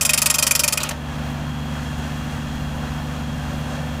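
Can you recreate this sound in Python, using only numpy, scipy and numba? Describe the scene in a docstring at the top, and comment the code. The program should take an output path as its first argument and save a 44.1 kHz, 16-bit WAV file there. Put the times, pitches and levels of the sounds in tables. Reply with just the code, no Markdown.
"""A hydraulic rock drill hammers 24 times a second over its droning diesel and pumps.
Each blow cracks with a thin high sizzle, rings the drill steel and shakes the feed mast.
The quarry returns a short wash. From 0.7 s the hammer slows and the loose steel knocks; both stop by 1 s.
The engine drones on and comes forward as the gain control lets go."""
import sys
import numpy as np
from scipy import signal
from scipy.fft import rfft, irfft
from scipy.io import wavfile
from scipy.ndimage import uniform_filter1d
from numba import njit

SR = 44100
rng = np.random.default_rng(int(sys.argv[2]) if len(sys.argv) > 2 else 0)


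def inscribe(sig):
    """Save sig as 16-bit PCM at rate SR to the path in sys.argv[1].

    A 1-D sig is mono; a 2-D sig holds one channel per row.
    Samples are clipped to [-1, 1] before scaling.
    """
    pcm = np.round(np.clip(np.atleast_2d(sig).T, -1, 1) * 32767)
    wavfile.write(sys.argv[1], SR, pcm.astype(np.int16))


N = 176400

# diesel, pump and gear tones (shaft order [1], level [dB])
SHAFT_ORDERS = [(3, -33), (6, -30.5), (9, -37), (10, -36), (11, -48), (12, -46), (13, -63.5), (18, -62.5),
                (20, -52.5), (30, -50.5), (32, -53.5), (40, -57.5), (114, -55), (134, -51.5)]
# fan tones and hydraulic whines (frequency [Hz], width [Hz], level [dB])
WHINE_BANDS = [(56.4, 1, -43.5), (111.5, 1.9, -47.5), (163, 14, -42), (1765, 21, -54.5), (2774, 96, -53),
               (3263, 315, -48.5), (4180, 59, -60)]
# brief swells of the drone (time [s], rise [dB])
DRONE_THROBS = [(1.31, 4.5), (1.47, 2.4), (1.99, 5.7), (2.35, 2.2), (2.545, 3.3), (2.765, 3), (3.54, 2.5),
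                (3.6, 3.2)]
# clatter treble (time [s], gain [dB])
HISS_CURVE = [(0, -0.39), (1.1, -2), (1.45, -2.9), (1.9, 1), (2.4, -0.28), (3.0, -0.6), (3.5, .5),
              (4, -0.62)]
# clatter low band (time [s], gain [dB])
GROWL_CURVE = [(0, 5), (1.25, -1.5), (1.6, -3.5), (2.55, -3.5), (2.77, 2), (3.05, -2), (3.6, 1.5), (4, 0)]
# noise spectra (frequency [Hz], relative level [dB])
CLATTER_SPECTRUM = [(200, -11), (430, -4.5), (540, 4), (800, 2.5), (1200, -1), (1700, -1.5), (2150, -9),
                    (2600, -6.5), (3000, -11), (3400, -15), (3700, -12.5), (4200, -13), (4900, -16.5),
                    (6700, -15), (9000, -23), (12000, -29), (15000, -31)]
EXHAUST_SPECTRUM = [(20, -2), (35, -8), (52, 3.5), (100, 3), (165, 1), (230, 1.5), (290, -7), (380, -9.5),
                    (700, -34.5)]
QUARRY_SPECTRUM = [(300, 11), (1500, 3.5), (3000, 0), (7000, -4.5), (15000, -9.5)]
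KNOCK_SPECTRUM = [(300, -9), (560, -10), (900, 2.5), (2000, -7.5), (2800, 1), (5000, -8), (9000, -17),
                  (15000, -22)]
CRACK_SPECTRUM = [(400, -21.5), (1000, -8.5), (2000, -13.5), (2700, -9.5), (4000, -8.5), (5500, -2),
                  (7000, -2), (10000, -2.5), (12000, -6), (15000, -12.5)]
# drill steel modes, plus a thin sizzle near 12 kHz (frequency [Hz], width [Hz], relative level [dB])
STEEL_AND_SIZZLE = [(3045, 42, -10), (3174, 52, 3), (3500, 150, -8), (3760, 73, -6), (4500, 100, -1.5),
                    (4930, 56, 1.5), (5320, 83, -4.5), (5530, 100, -4), (6164, 130, -5.5), (6280, 70, 0),
                    (7090, 92, -10.5), (7170, 120, -5), (7360, 210, 1.5), (8790, 130, -7), (9980, 330, 0.5),
                    (10190, 68, -14), (12130, 120, -9), (12500, 200, -6), (13900, 200, -7)]
# strongest ring of the steel; feed mast (frequency [Hz], width [Hz], relative level [dB])
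RING_MODES = [(2437, 48, 8), (2495, 52, 12.5), (2490, 68, -10)]
MAST_MODES = [(600, 48, 5), (926, 28, 2.5), (1100, 137, -1), (1249, 87, 1), (1370, 120, -10), (1836, 49, 1)]
# loose steel in its guide (time [s], relative level [dB], hold [s])
STEEL_KNOCKS = [(.8025, -0.5, 0.017), (.846, -8, 0.03), (.9085, -5, 0.007)]
# piston blows (time [s], relative level [dB], hold [s], ring offset [dB])
PISTON_BLOWS = [(.0099, -6.5, 0.024, 2.5), (0.05, -5, 0.016, 4), (.092, -4.5, 0.015, 4.5),
                (0.1337, -2, 0.013, 3), (0.1757, -3.5, .014, 1.5), (0.2176, -2, 0.011, -4),
                (0.2586, -1, .012, 0.5), (0.2998, -2.5, 0.013, -2), (0.341, -5, 0.017, -1),
                (0.3836, -4, .014, -2.5), (0.4252, -2, 0.014, -0.5), (0.4664, -3.5, 0.014, 3),
                (0.5094, -0.5, 0.011, -4), (.551, -1, .012, -2), (0.5929, -2.5, 0.013, -3.5),
                (0.6355, -3.5, 0.013, 1.5), (.678, -2, 0.0095, 0.5), (0.7242, -5, 0.014, -1.5),
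                (0.7738, -7.5, 0.0066, 8.5), (0.8322, -8, 0.0035, -3), (.89, -14.5, 0.0047, 4)]

SHAFT_HZ, SHAFT_WANDER, FIRING_DEPTH = 24.52, 0.0016, 0.1
THROB_S, HISS_HZ, GROWL_HZ, GROWL_WIDTH_HZ = 0.016, 4530, 580, 310
QUARRY_DB, QUARRY_T60_S, QUARRY_DELAY_S = -14, 0.23, 0.012
ATTACK_S, SAG_S = 0.00019, 0.049
REPEAT_SHARE, GRAIN_DB, TINT_DB, TINT_STEP_HZ = 0.26, 1.1, 2, 595
CRACK_DB, STEEL_AND_SIZZLE_DB, RING_DB, MAST_DB = -6, -9, -11, -21
KNOCK_DB, KNOCK_MAST_DB = -17.5, -23
RING_HOLD_S, MAST_HOLD_S = 0.0052, 0.018
LIMIT_DB, LIMIT_START_DB, LIMIT_ATTACK_S, LIMIT_RELEASE_S = -9.5, -4, 0.0068, 0.52
CLIP_DB, LOWPASS_HZ = -0.5, 15500


def undb(db):
    """Decibels to gain."""
    return 10 ** (np.asarray(db) / 20)


def unit(x):
    """Scale to rms 1."""
    return x / np.sqrt(np.mean(x ** 2))


def noise(n=N):
    """White noise."""
    return rng.standard_normal(n)


def drift(rate_hz):
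    """Smooth random drift about zero."""
    step = int(SR / rate_hz)
    stairs = np.repeat(noise()[:N // step + 1], step)
    return 1.01 * uniform_filter1d(uniform_filter1d(stairs, step), step)[:N]


def colour(x, spectrum):
    """Minimum-phase filter; keeps the power of white noise."""
    hz, db = np.array(spectrum).T
    size = 4096
    bins_hz = np.maximum(np.fft.rfftfreq(size, 1 / SR), 1)
    gain = undb(np.interp(np.log(bins_hz), np.log(hz), db))
    cepstrum = irfft(np.log(gain))
    cepstrum[1:size // 2] *= 2
    cepstrum[size // 2 + 1:] = 0
    impulse = irfft(np.exp(rfft(cepstrum)))
    return signal.fftconvolve(x, impulse / np.linalg.norm(impulse))[:N]


def resonate(x, hz, width_hz):
    """One resonance, gain 1 at centre."""
    return signal.lfilter(*signal.iirpeak(hz, hz / width_hz, fs=SR), x)


def body(x, modes):
    """Parallel resonances; roughly keeps the power of white noise."""
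    power = sum(undb(db) ** 2 * np.pi * width_hz / SR for _, width_hz, db in modes)
    return sum(undb(db) * resonate(x, hz, width_hz) for hz, width_hz, db in modes) / np.sqrt(power)


def shaft_tones(shaft_rad, throb_db):
    """Firing, pump and gear tones locked to the shaft; low orders throb most."""
    tones = np.zeros(N)
    for order, db in SHAFT_ORDERS:
        rms = undb(db + drift(rate_hz=14) + throb_db * min(2 / order, 1))
        tones += rms * np.sqrt(2) * np.sin(order * shaft_rad + 2 * np.pi * rng.random())
    return tones


def diesel_clatter(t, shaft_rad):
    """Six cylinders pulse the noise three times a turn; treble and low band swell and fade."""
    pulsing = noise() * (1 + FIRING_DEPTH * np.cos(3 * shaft_rad))
    clatter = undb(-35 + 1.03 * drift(rate_hz=13)) * colour(pulsing, CLATTER_SPECTRUM)
    hiss = signal.sosfiltfilt(signal.butter(2, HISS_HZ, "high", fs=SR, output="sos"), clatter)
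    growl = resonate(clatter, GROWL_HZ, GROWL_WIDTH_HZ)
    for band, curve in (hiss, HISS_CURVE), (growl, GROWL_CURVE):
        gain = undb(np.interp(t, *np.array(curve).T))
        clatter += band * (gain - 1)
    return clatter


def whines():
    """Fan and hydraulics: narrow noise bands."""
    return sum(undb(db) * unit(resonate(resonate(noise(), hz, width_hz), hz, width_hz))
               for hz, width_hz, db in WHINE_BANDS)


def engine():
    """Governed diesel with pumps: tones, clatter, exhaust rumble, whines."""
    t = np.arange(N) / SR
    shaft_hz = SHAFT_HZ * (1 + SHAFT_WANDER * drift(rate_hz=5.11))
    shaft_rad = 2 * np.pi * np.cumsum(shaft_hz) / SR
    throb_db = sum(db * np.exp(-((t - at_s) / THROB_S) ** 2) for at_s, db in DRONE_THROBS)
    tones = shaft_tones(shaft_rad, throb_db)
    clatter = diesel_clatter(t, shaft_rad)
    exhaust = undb(-35.5 + throb_db + drift(rate_hz=9)) * colour(noise(), EXHAUST_SPECTRUM)
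    return tones + clatter + exhaust + whines()


def quarry(x):
    """Short dull wash off the ground and rock pile."""
    t = np.arange(N) / SR - QUARRY_DELAY_S
    tail = colour(noise(), QUARRY_SPECTRUM) * (t > 0) * undb(-60 * np.maximum(t, 0) / QUARRY_T60_S)
    return undb(QUARRY_DB) * signal.fftconvolve(x, tail / np.linalg.norm(tail))[:N]


def grains(n):
    """Rough noise: new level every 10 samples."""
    return unit(noise(n) * undb(GRAIN_DB * np.repeat(noise(n // 10), 10)))


def chatter(events, release_s):
    """Bursts of dense metal contacts: sharp attack, sagging hold, release; each with its own tint."""
    out, n = np.zeros(N), SR // 10
    t, bins_hz = np.arange(n) / SR, np.fft.rfftfreq(n, 1 / SR)
    repeated = np.sqrt(REPEAT_SHARE) * grains(n)
    for at_s, db, hold_s in events:
        tint = undb(TINT_DB * np.interp(bins_hz / TINT_STEP_HZ, np.arange(200), noise(200)))
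        fresh = np.sqrt(1 - REPEAT_SHARE) * grains(n)
        contacts = unit(irfft(tint * rfft(repeated + fresh)))
        attack = 1 - np.exp(-t / ATTACK_S)
        decay = np.exp(-t / SAG_S - np.maximum(t - hold_s, 0) / release_s)
        start = int(at_s * SR)
        out[start:start + n] += undb(db) * attack * decay * contacts
    return out


def loose_steel():
    """The steel knocks in its guide and excites the lowest mast mode."""
    knocks = chatter(STEEL_KNOCKS, release_s=0.01)
    mast = undb(KNOCK_MAST_DB) * body(knocks, MAST_MODES[:1])
    return undb(KNOCK_DB) * colour(knocks, KNOCK_SPECTRUM) + mast


def hammer():
    """Each piston blow cracks with a thin high sizzle, rings the steel and shakes the mast."""
    strikes = [(at_s, db, hold_s) for at_s, db, hold_s, _ in PISTON_BLOWS]
    rings = [(at_s, db + offset_db, RING_HOLD_S) for at_s, db, _, offset_db in PISTON_BLOWS]
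    shakes = [(at_s, db * 0.5, MAST_HOLD_S) for at_s, db, _, _ in PISTON_BLOWS]
    crack = undb(CRACK_DB) * colour(chatter(strikes, release_s=0.0043), CRACK_SPECTRUM)
    contacts = chatter(strikes, release_s=0.0043)
    steel_and_sizzle = undb(STEEL_AND_SIZZLE_DB) * body(contacts, STEEL_AND_SIZZLE)
    ring = undb(RING_DB) * body(chatter(rings, release_s=0.0034), RING_MODES)
    mast = undb(MAST_DB) * body(chatter(shakes, release_s=0.013), MAST_MODES)
    return crack + steel_and_sizzle + ring + mast


def scene():
    """Drill and its wash over the engine, mono."""
    drill = hammer() + loose_steel()
    return (drill + quarry(drill) + engine())[None]


@njit
def follow(x, level, attack_s, release_s):
    """One-pole level follower with separate rise and fall times."""
    out = np.empty(len(x))
    for i in range(len(x)):
        lag_s = attack_s if x[i] > level else release_s
        level += (x[i] - level) / (lag_s * SR)
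        out[i] = level
    return out


def record(dry):
    """Gain control starts engaged, holds the hammering down, recovers; then soft clip and low-pass."""
    level = follow(np.abs(dry[0]), float(undb(LIMIT_START_DB)), LIMIT_ATTACK_S, LIMIT_RELEASE_S)
    held = dry * np.minimum(undb(LIMIT_DB) / level, 1)
    rounded = held / (1 + (held / undb(CLIP_DB)) ** 4) ** (1 / 4)
    return signal.sosfilt(signal.ellip(10, 0.2, 80, LOWPASS_HZ, fs=SR, output="sos"), rounded)


dry = scene()
out = record(dry)
inscribe(out)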